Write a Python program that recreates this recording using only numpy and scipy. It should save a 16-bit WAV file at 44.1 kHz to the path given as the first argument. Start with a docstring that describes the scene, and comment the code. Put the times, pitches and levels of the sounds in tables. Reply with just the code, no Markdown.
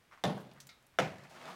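"""Hammer on a sand mould

A work yard, one microphone channel: two blows on a hardened sand mould on a tilted metal casting.
Shaped noise and decaying sines crack, thud and ring; nearby steel and the yard throw them back.
Random grains make sand and crumbs, noise bursts make chips and soft bumps, wavering sines make clinks.
Near the end the casting is rocked and dragged over gritty ground, above a steady quiet hiss."""
import sys
import numpy as np
from scipy import signal
from scipy.fft import rfft, irfft
from scipy.io import wavfile

SR = 44100
rng = np.random.default_rng(int(sys.argv[2]) if len(sys.argv) > 2 else 0)


def generate_wav(sig):
    """Save sig (samples, or channels by samples) to the path in sys.argv[1] as 16-bit PCM at SR."""
    pcm = np.round(np.clip(np.atleast_2d(sig).T, -1, 1) * 32767).astype(np.int16)
    wavfile.write(sys.argv[1], SR, pcm)


N = 68355  # length of the scene [samples]

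# Modes of the casting, damped by the sand:
# (frequency [Hz], level in first blow [dB], level in second blow [dB], t60 [s])
CASTING_MODES = [(126.2, -43.5, -52.5, 0.85), (156.1, -30, -33.5, 0.32), (178.6, -17.5, -64, 0.065),
                 (197, -27.5, -36.5, 0.42), (247.3, -34.5, -52.5, 0.365), (338, -40, -70, 0.38),
                 (360, -44, -40, 0.34), (444.8, -34, -49, 0.24), (517.7, -34, -24.5, 0.137),
                 (594.4, -31.5, -58, 0.32), (643, -35, -32, 0.26), (759, -36, -40.5, 0.3),
                 (821, -34.5, -46, 0.21), (1093, -39, -62, 0.2), (1277, -67, -46.5, 0.45),
                 (1792, -39, -38.5, 0.17)]
# First reflections off nearby steel, paths about 2.6 m and 4.9 m longer: (delay [s], level [dB])
STEEL_ECHOES = [(.0075, -9.5), (0.0142, -6.5)]
BASS_HZ = 300  # below this the thud and the casting build up more slowly
CONTACT_S = 0.00036  # onset time constant: loose sand is crushed before the head bites


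def amp(db):
    """Decibels to gain."""
    return 10 ** (np.asarray(db) / 20)


def unit(x):
    """Scales to rms 1."""
    return x / np.sqrt(np.mean(x ** 2) + 1e-20)


def clock():
    """Time of every sample [s]."""
    return np.arange(N) / SR


def fade(t60):
    """Exponential decay from time zero, down 60 dB after t60 seconds."""
    return np.exp(-np.log(1000) * clock() / np.maximum(t60, 1e-3))


def rise(s):
    """Soft onset from time zero with a time constant of s seconds."""
    return 1 - np.exp(-clock() / max(s, 1e-5))


def add(mix, s, sound):
    """Mixes a sound in at time s."""
    part = mix[max(round(s * SR), 0):]
    part += sound[:len(part)]


def colour(x, points):
    """Gives a white signal of rms 1 a spectrum in dB per octave, falling steeply below the first point."""
    hz = np.maximum(np.fft.rfftfreq(2 * N, 1 / SR), 1)
    f, db = np.transpose(points)
    gain = amp(np.interp(np.log(hz), np.log(f), db))
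    gain = gain * np.minimum(hz / f[0], 1) ** 2
    per_octave = np.sqrt(SR / 2 / hz / np.log(2))  # white noise holds more power in higher octaves
    return irfft(rfft(x, 2 * N) * gain * per_octave)[:N]


def grains(per_s, spread_db):
    """Random clicks of differing size and either sign, rms 1 overall."""
    size = amp(spread_db * np.minimum(rng.exponential(1, N), 4))
    sign = rng.choice([-1, 1], N)
    struck = rng.random(N) < per_s / SR
    return unit(size * sign * struck)


def lumps(depth_db, length_s):
    """Random gain of rms 1, drifting between knots length_s apart."""
    knots = rng.standard_normal(N)
    return unit(amp(depth_db * np.interp(clock() / max(length_s, 1e-3), np.arange(N), knots)))


def even_noise(size):
    """White noise of rms 1 with its energy spread evenly over frames of the given size [samples]."""
    x = rng.standard_normal(N)
    for _ in range(2):
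        z = signal.stft(x, nperseg=size)[2]
        x = signal.istft(z / (abs(z) + 1e-12), nperseg=size)[1][:N]
    return unit(x)


def band_noise(centre_hz, octaves):
    """Noise of rms 1 in one broad resonance."""
    hz = np.fft.rfftfreq(N, 1 / SR) + 1
    shape = 1 / (1 + .5 * (np.log2(hz / centre_hz) / octaves) ** 2) ** 2
    return unit(irfft(rfft(even_noise(size=512)) * shape, N))


def ring(modes):
    """Struck modes: decaying sines of alternating sign from rows of (Hz, dB, t60)."""
    out = np.zeros(N)
    for k, (hz, db, t60) in enumerate(modes):
        out += (-1) ** k * amp(db) * fade(t60) * np.sin(2 * np.pi * hz * clock())
    return out


def echoes(x):
    """A sound with its first reflections off nearby steel."""
    out = x.copy()
    for delay, db in STEEL_ECHOES:
        add(out, delay, amp(db) * x)
    return out


def crumbs(low_hz, high_hz, count=7):
    """Crumbs of several sizes tumble together, each ticking briefly at its own pitch; rms 1."""
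    crumb_t60, crumbs_per_s, spread_db = 0.023, 900, 2  # [s], [1/s] over all sizes, [dB]
    out = np.zeros(N)
    for hz in np.geomspace(low_hz, high_hz, count):
        tick = fade(crumb_t60) * np.cos(2 * np.pi * hz * clock())
        hits = grains(crumbs_per_s / count, spread_db)
        out += signal.fftconvolve(hits, tick[:SR // 20])[:N]
    return unit(out)


def knocks(rows, rise_s, rough_db):
    """Small impacts: noise bursts broken up by grit, each with a faint tail from the yard."""
    rough_s, tail_db, tail_t60 = .0012, -18.5, 0.61  # [s], [dB], [s]
    out = np.zeros(N)
    for s, db, centre_hz, octaves, t60 in rows:
        direct = fade(t60) * lumps(rough_db, rough_s)
        level = np.hypot(direct, amp(tail_db) * fade(tail_t60))
        add(out, s, amp(db) * band_noise(centre_hz, octaves) * rise(rise_s) * level)
    return out


def yard():
    """Background of the yard: steady shaped noise, a quiet hiss."""
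    # Background spectrum: (frequency [Hz], level [dB per octave])
    hiss = [(25, -88), (150, -78.5), (400, -80), (2200, -74.5), (5000, -80), (16000, -84)]
    return colour(rng.standard_normal(N), hiss)


def bumps():
    """Soft bumps of the casting settling: narrow low noise with a slow onset."""
    # Bumps: (time [s], level [dB], centre [Hz], width [octaves], t60 [s])
    rows = [(.548, -53.5, 130, 0.11, 0.45), (.918, -62, 79, 0.49, 0.21), (1.49, -53, 190.5, 0.13, 0.44)]
    return knocks(rows, rise_s=0.015, rough_db=0.5)


def chips():
    """Chips of mould land: short rough noise bursts, each around its own pitch."""
    # Landings: (time [s], level [dB], centre [Hz], width [octaves], t60 [s])
    rows = [(.4025, -65, 9000, 1.2, 0.12), (.5138, -66.5, 3070, 0.77, 0.13),
            (.5345, -64.5, 9900, 0.83, 0.027), (.6025, -53, 4630, 1.06, 0.1), (.669, -58, 6050, 2, 0.078),
            (.691, -57, 4270, 0.54, 0.13), (.8251, -64.5, 3040, 2.5, 0.014),
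            (.8665, -63, 10400, 0.67, 0.032), (1.1826, -60, 4000, 0.88, 0.035),
            (1.2354, -65, 4414, 0.97, 0.13), (1.2963, -64.5, 4500, 1.1, 0.74),
            (1.4255, -67, 10300, 0.61, .025)]
    return knocks(rows, rise_s=.0003, rough_db=3)


def clinks():
    """Chips strike scraps of metal: loose scraps rattle, so their decaying sines wander in phase."""
    # One row per ring: (time [s], frequency [Hz], level [dB], t60 [s])
    rings = [(.6025, 6090, -55.5, 0.15), (.669, 7080, -57, 0.074), (.691, 1324, -61, 0.3),
             (.691, 2134, -55.5, 0.23), (.691, 3860, -58, 0.34), (0.69, 4955, -60.5, 0.1)]
    width = .09  # blur of each ring as a share of its pitch
    out = np.zeros(N)
    for s, hz, db, t60 in rings:
        wander = np.cumsum(rng.standard_normal(N)) * np.sqrt(2 * np.pi * width * hz / SR)
        add(out, s, amp(db) * fade(t60) * np.sin(2 * np.pi * hz * clock() + wander))
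    return out


def spills():
    """Clods break into a spill: tumbling crumbs that swell quickly and die away."""
    # Spills: (time [s], level [dB], lowest crumb [Hz], highest crumb [Hz], t60 [s])
    clods = [(.368, -41.5, 540, 1540, 0.14), (.552, -58, 1200, 2160, 0.36),
             (1.175, -56.5, 1700, 2000, 0.25), (1.232, -49, 796, 2420, 0.15), (1.308, -48, 580, 885, 0.083),
             (1.474, -43, 875, 1350, 0.24)]
    out = np.zeros(N)
    for s, db, low_hz, high_hz, t60 in clods:
        add(out, s, amp(db) * crumbs(low_hz, high_hz) * rise(0.012) * fade(t60))
    return out


def snaps():
    """Mould pieces snap dryly under load: a few very short modes and a fainter noise tail."""
    # Snaps: (time [s], level [dB])
    breaks = [(0.1129, -48), (0.1215, -45.5), (0.1278, -43), (0.1757, -47), (0.94, -56)]
    # Modes of a piece: (frequency [Hz], level within a snap [dB], t60 [s])
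    modes = [(1136, -1.5, 0.016), (2080, 1.5, 0.0039), (5600, -12.5, 0.0066)]
    tail_db, tail_t60, tail_octaves = -10, 0.15, 1
    out = np.zeros(N)
    for s, db in breaks:
        tail = amp(tail_db) * band_noise(modes[0][0], tail_octaves)
        tail = tail * rise(STEEL_ECHOES[0][0]) * fade(tail_t60)
        add(out, s, amp(db) * (ring(modes) * rise(CONTACT_S) + tail))
    return out


def drag():
    """Grit and crumbs crunch in clumps under the edge of the casting and stir its modes."""
    # Strength of the drag, silent before the first row: (time [s], level [dB])
    course = [(1.12, -51), (1.21, -13.5), (1.285, -18), (1.352, -5), (1.421, -6), (1.455, -1.5),
              (1.492, -0.5), (1.55, -5.5)]
    # Spectrum of the grit at 0 dB of drag: (frequency [Hz], level [dB per octave])
    grit = [(95, -87), (140, -64), (195, -59), (300, -67.5), (650, -53), (1150, -57.5), (2000, -56),
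            (4000, -58.5), (8000, -66.5), (16000, -79)]
    # Crumbs crushed under the casting: (level at 0 dB of drag [dB], lowest [Hz], highest [Hz])
    crushed = (-54.5, 650, 1744)
    grit_per_s, grit_spread_db, lump_db, lump_s = 3500, 1.5, 1.8, 0.005
    ring_db, low_cut_hz = -58, 182  # the low cut keeps the metal ring of the drag thin

    s, db = np.transpose(course)
    force = amp(np.interp(clock(), s, db)) * (clock() > s[0])
    slips = grains(grit_per_s, grit_spread_db) * lumps(lump_db, lump_s)

    equal_modes = [(hz, 0, t60) for hz, _, _, t60 in CASTING_MODES]
    metal = signal.fftconvolve(slips, ring(equal_modes))[:N]
    low_cut = signal.butter(4, low_cut_hz, "high", fs=SR, output="sos")
    metal = unit(signal.sosfilt(low_cut, metal))

    crumb_db, low_hz, high_hz = crushed
    crunch = colour(unit(echoes(slips)), grit) + amp(crumb_db) * crumbs(low_hz, high_hz)
    return force * (crunch + amp(ring_db) * metal)


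def falling_sand():
    """Loosened sand patters down: coloured random grains that swell and then thin away."""
    # Spectrum before the level of each blow's sand: (frequency [Hz], level [dB per octave])
    spectrum = [(400, -18), (1500, -1), (3500, -10), (7000, -21), (15000, -16)]
    patter = colour(grains(per_s=980, spread_db=4.5), spectrum)
    return patter * rise(0.11) * fade(1.13)


def hammer_ring(k, free_s):
    """The steel head rings up as it comes free of the sand; reflections make its thin rings waver."""
    # Modes of the head: (frequency [Hz], level in first blow [dB], in second blow [dB], t60 [s])
    modes = [(10670, -56.5, -50, 0.35), (12930, -44, -50, 0.032)]
    return ring(np.array(modes)[:, [0, k + 1, 3]]) * rise(free_s) ** 2 * lumps(4.5, 0.011)


def casting_ring(k, swell_s):
    """The struck casting rings in its damped modes, each range with its own onset."""
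    modes = np.array(CASTING_MODES)[:, [0, k + 1, 3]]
    low = modes[:, 0] < BASS_HZ
    return ring(modes[low]) * rise(swell_s) + ring(modes[~low]) * rise(0.01)


def body(k, swell_s):
    """Dense rattle of mould and yard: each band dies at its own speed, the bass builds up slowest."""
    # Crushed sand and its reverberation, before the blow's body level:
    # (frequency [Hz], first blow [dB per octave], second blow [dB per octave], t60 [s])
    bands = np.array([(49.3, -63, -73, 0.31), (100.6, -48, -42, 0.5), (146, -29, -32.5, 0.41),
                      (232, -31, -38, 0.28), (310, -40.5, -42.5, 0.55), (678, -32.5, -34, 0.41),
                      (1100, -39, -39, 0.38), (2250, -45.5, -36, 0.36), (3480, -39.5, -41, 0.3),
                      (6850, -51.5, -45.5, 0.26), (9500, -54, -50.5, 0.15), (16200, -68, -66, 0.46)])
    rise_s, late_db, late_t60 = 0.002, -16.5, 0.98
    rattle = rng.standard_normal(N) * lumps(1.8, .002)  # sand gives way in clumps
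    spectrum = rfft(colour(rattle, bands[:, [0, k + 1]]))
    log_hz = np.log(np.fft.rfftfreq(N, 1 / SR) + 1)
    late = amp(late_db) * fade(late_t60)
    out = np.zeros(N)
    for pick, (hz, _, _, t60) in zip(np.eye(len(bands)), bands):
        # overlapping bands: each weight is 1 at its own centre and 0 at its neighbours'
        weight = np.interp(log_hz, np.log(bands[:, 0]), pick)
        band = irfft(spectrum * weight, N)
        onset = rise(swell_s if hz < BASS_HZ else rise_s)
        out += band * onset * np.hypot(fade(t60), late)
    return out


def crack(k, length_s):
    """The head meets the sand: a short burst, the knock of the block, and their first echoes."""
    # Colour of the burst before the blow's crack level:
    # (frequency [Hz], first blow [dB per octave], second blow [dB per octave])
    burst_colour = [(100, -66, -81), (300, -66, -56), (750, -26, -25.5), (1240, -33.5, -21),
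                    (2250, -39, -29), (3430, -29.5, -52), (6560, -38.5, -37), (15100, -54.5, -52)]
    # Heavily damped knock of the sand block, before the blow's crack level:
    # (frequency [Hz], first blow [dB], second blow [dB], t60 [s])
    block = [(463, -53, -23.5, 0.044), (528, -49, -29, 0.038), (695, -27, -19.5, 0.036),
             (857, -30.5, -50, 0.065), (1293, -69, -21.5, 0.032), (2056, -33.5, -28.5, 0.017),
             (3000, -38, -27.5, 0.019), (3540, -21.5, -22.5, 0.011), (5800, -26.5, -25.5, 0.0065)]
    burst = colour(even_noise(size=256), np.array(burst_colour)[:, [0, k + 1]])
    burst = burst * np.exp(-(clock() / length_s) ** 2)
    knock = ring(np.array(block)[:, [0, k + 1, 3]])
    return echoes((burst + knock) * rise(CONTACT_S) ** 2)


def blows():
    """Each blow: crack, rattle, ring of casting and hammer, then a patter of loosened sand."""
    # Hammer blows: (time [s], crack [dB], crack length [s], body [dB], bass swell time constant [s],
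    # falling sand [dB], time constant of the head coming free and ringing [s])
    strikes = [(0.2382, 0.5, 0.0022, 0.64, 0.014, -57.5, 0.00074),
               (0.9872, 0.33, 0.0025, 0, 0.015, -66, 0.15)]
    out = np.zeros(N)
    for k, (s, crack_db, crack_s, body_db, swell_s, sand_db, free_s) in enumerate(strikes):
        blow = amp(crack_db) * crack(k, crack_s)
        blow += amp(body_db) * body(k, swell_s)
        blow += casting_ring(k, swell_s) + hammer_ring(k, free_s)
        blow += amp(sand_db) * falling_sand()
        add(out, s, blow)
    return out


def scene():
    """All sources over the quiet hiss of the yard, on one channel."""
    debris = bumps() + chips() + clinks() + spills() + snaps()
    return (yard() + debris + drag() + blows())[None]


def record(dry):
    """The recorder's band limit: a steep low-pass at 16.2 kHz."""
    low_pass = signal.firwin(255, 16200, window=("kaiser", 9), fs=SR)
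    return signal.oaconvolve(dry, low_pass[None], "same")


dry = scene()
out = record(dry)
generate_wav(out)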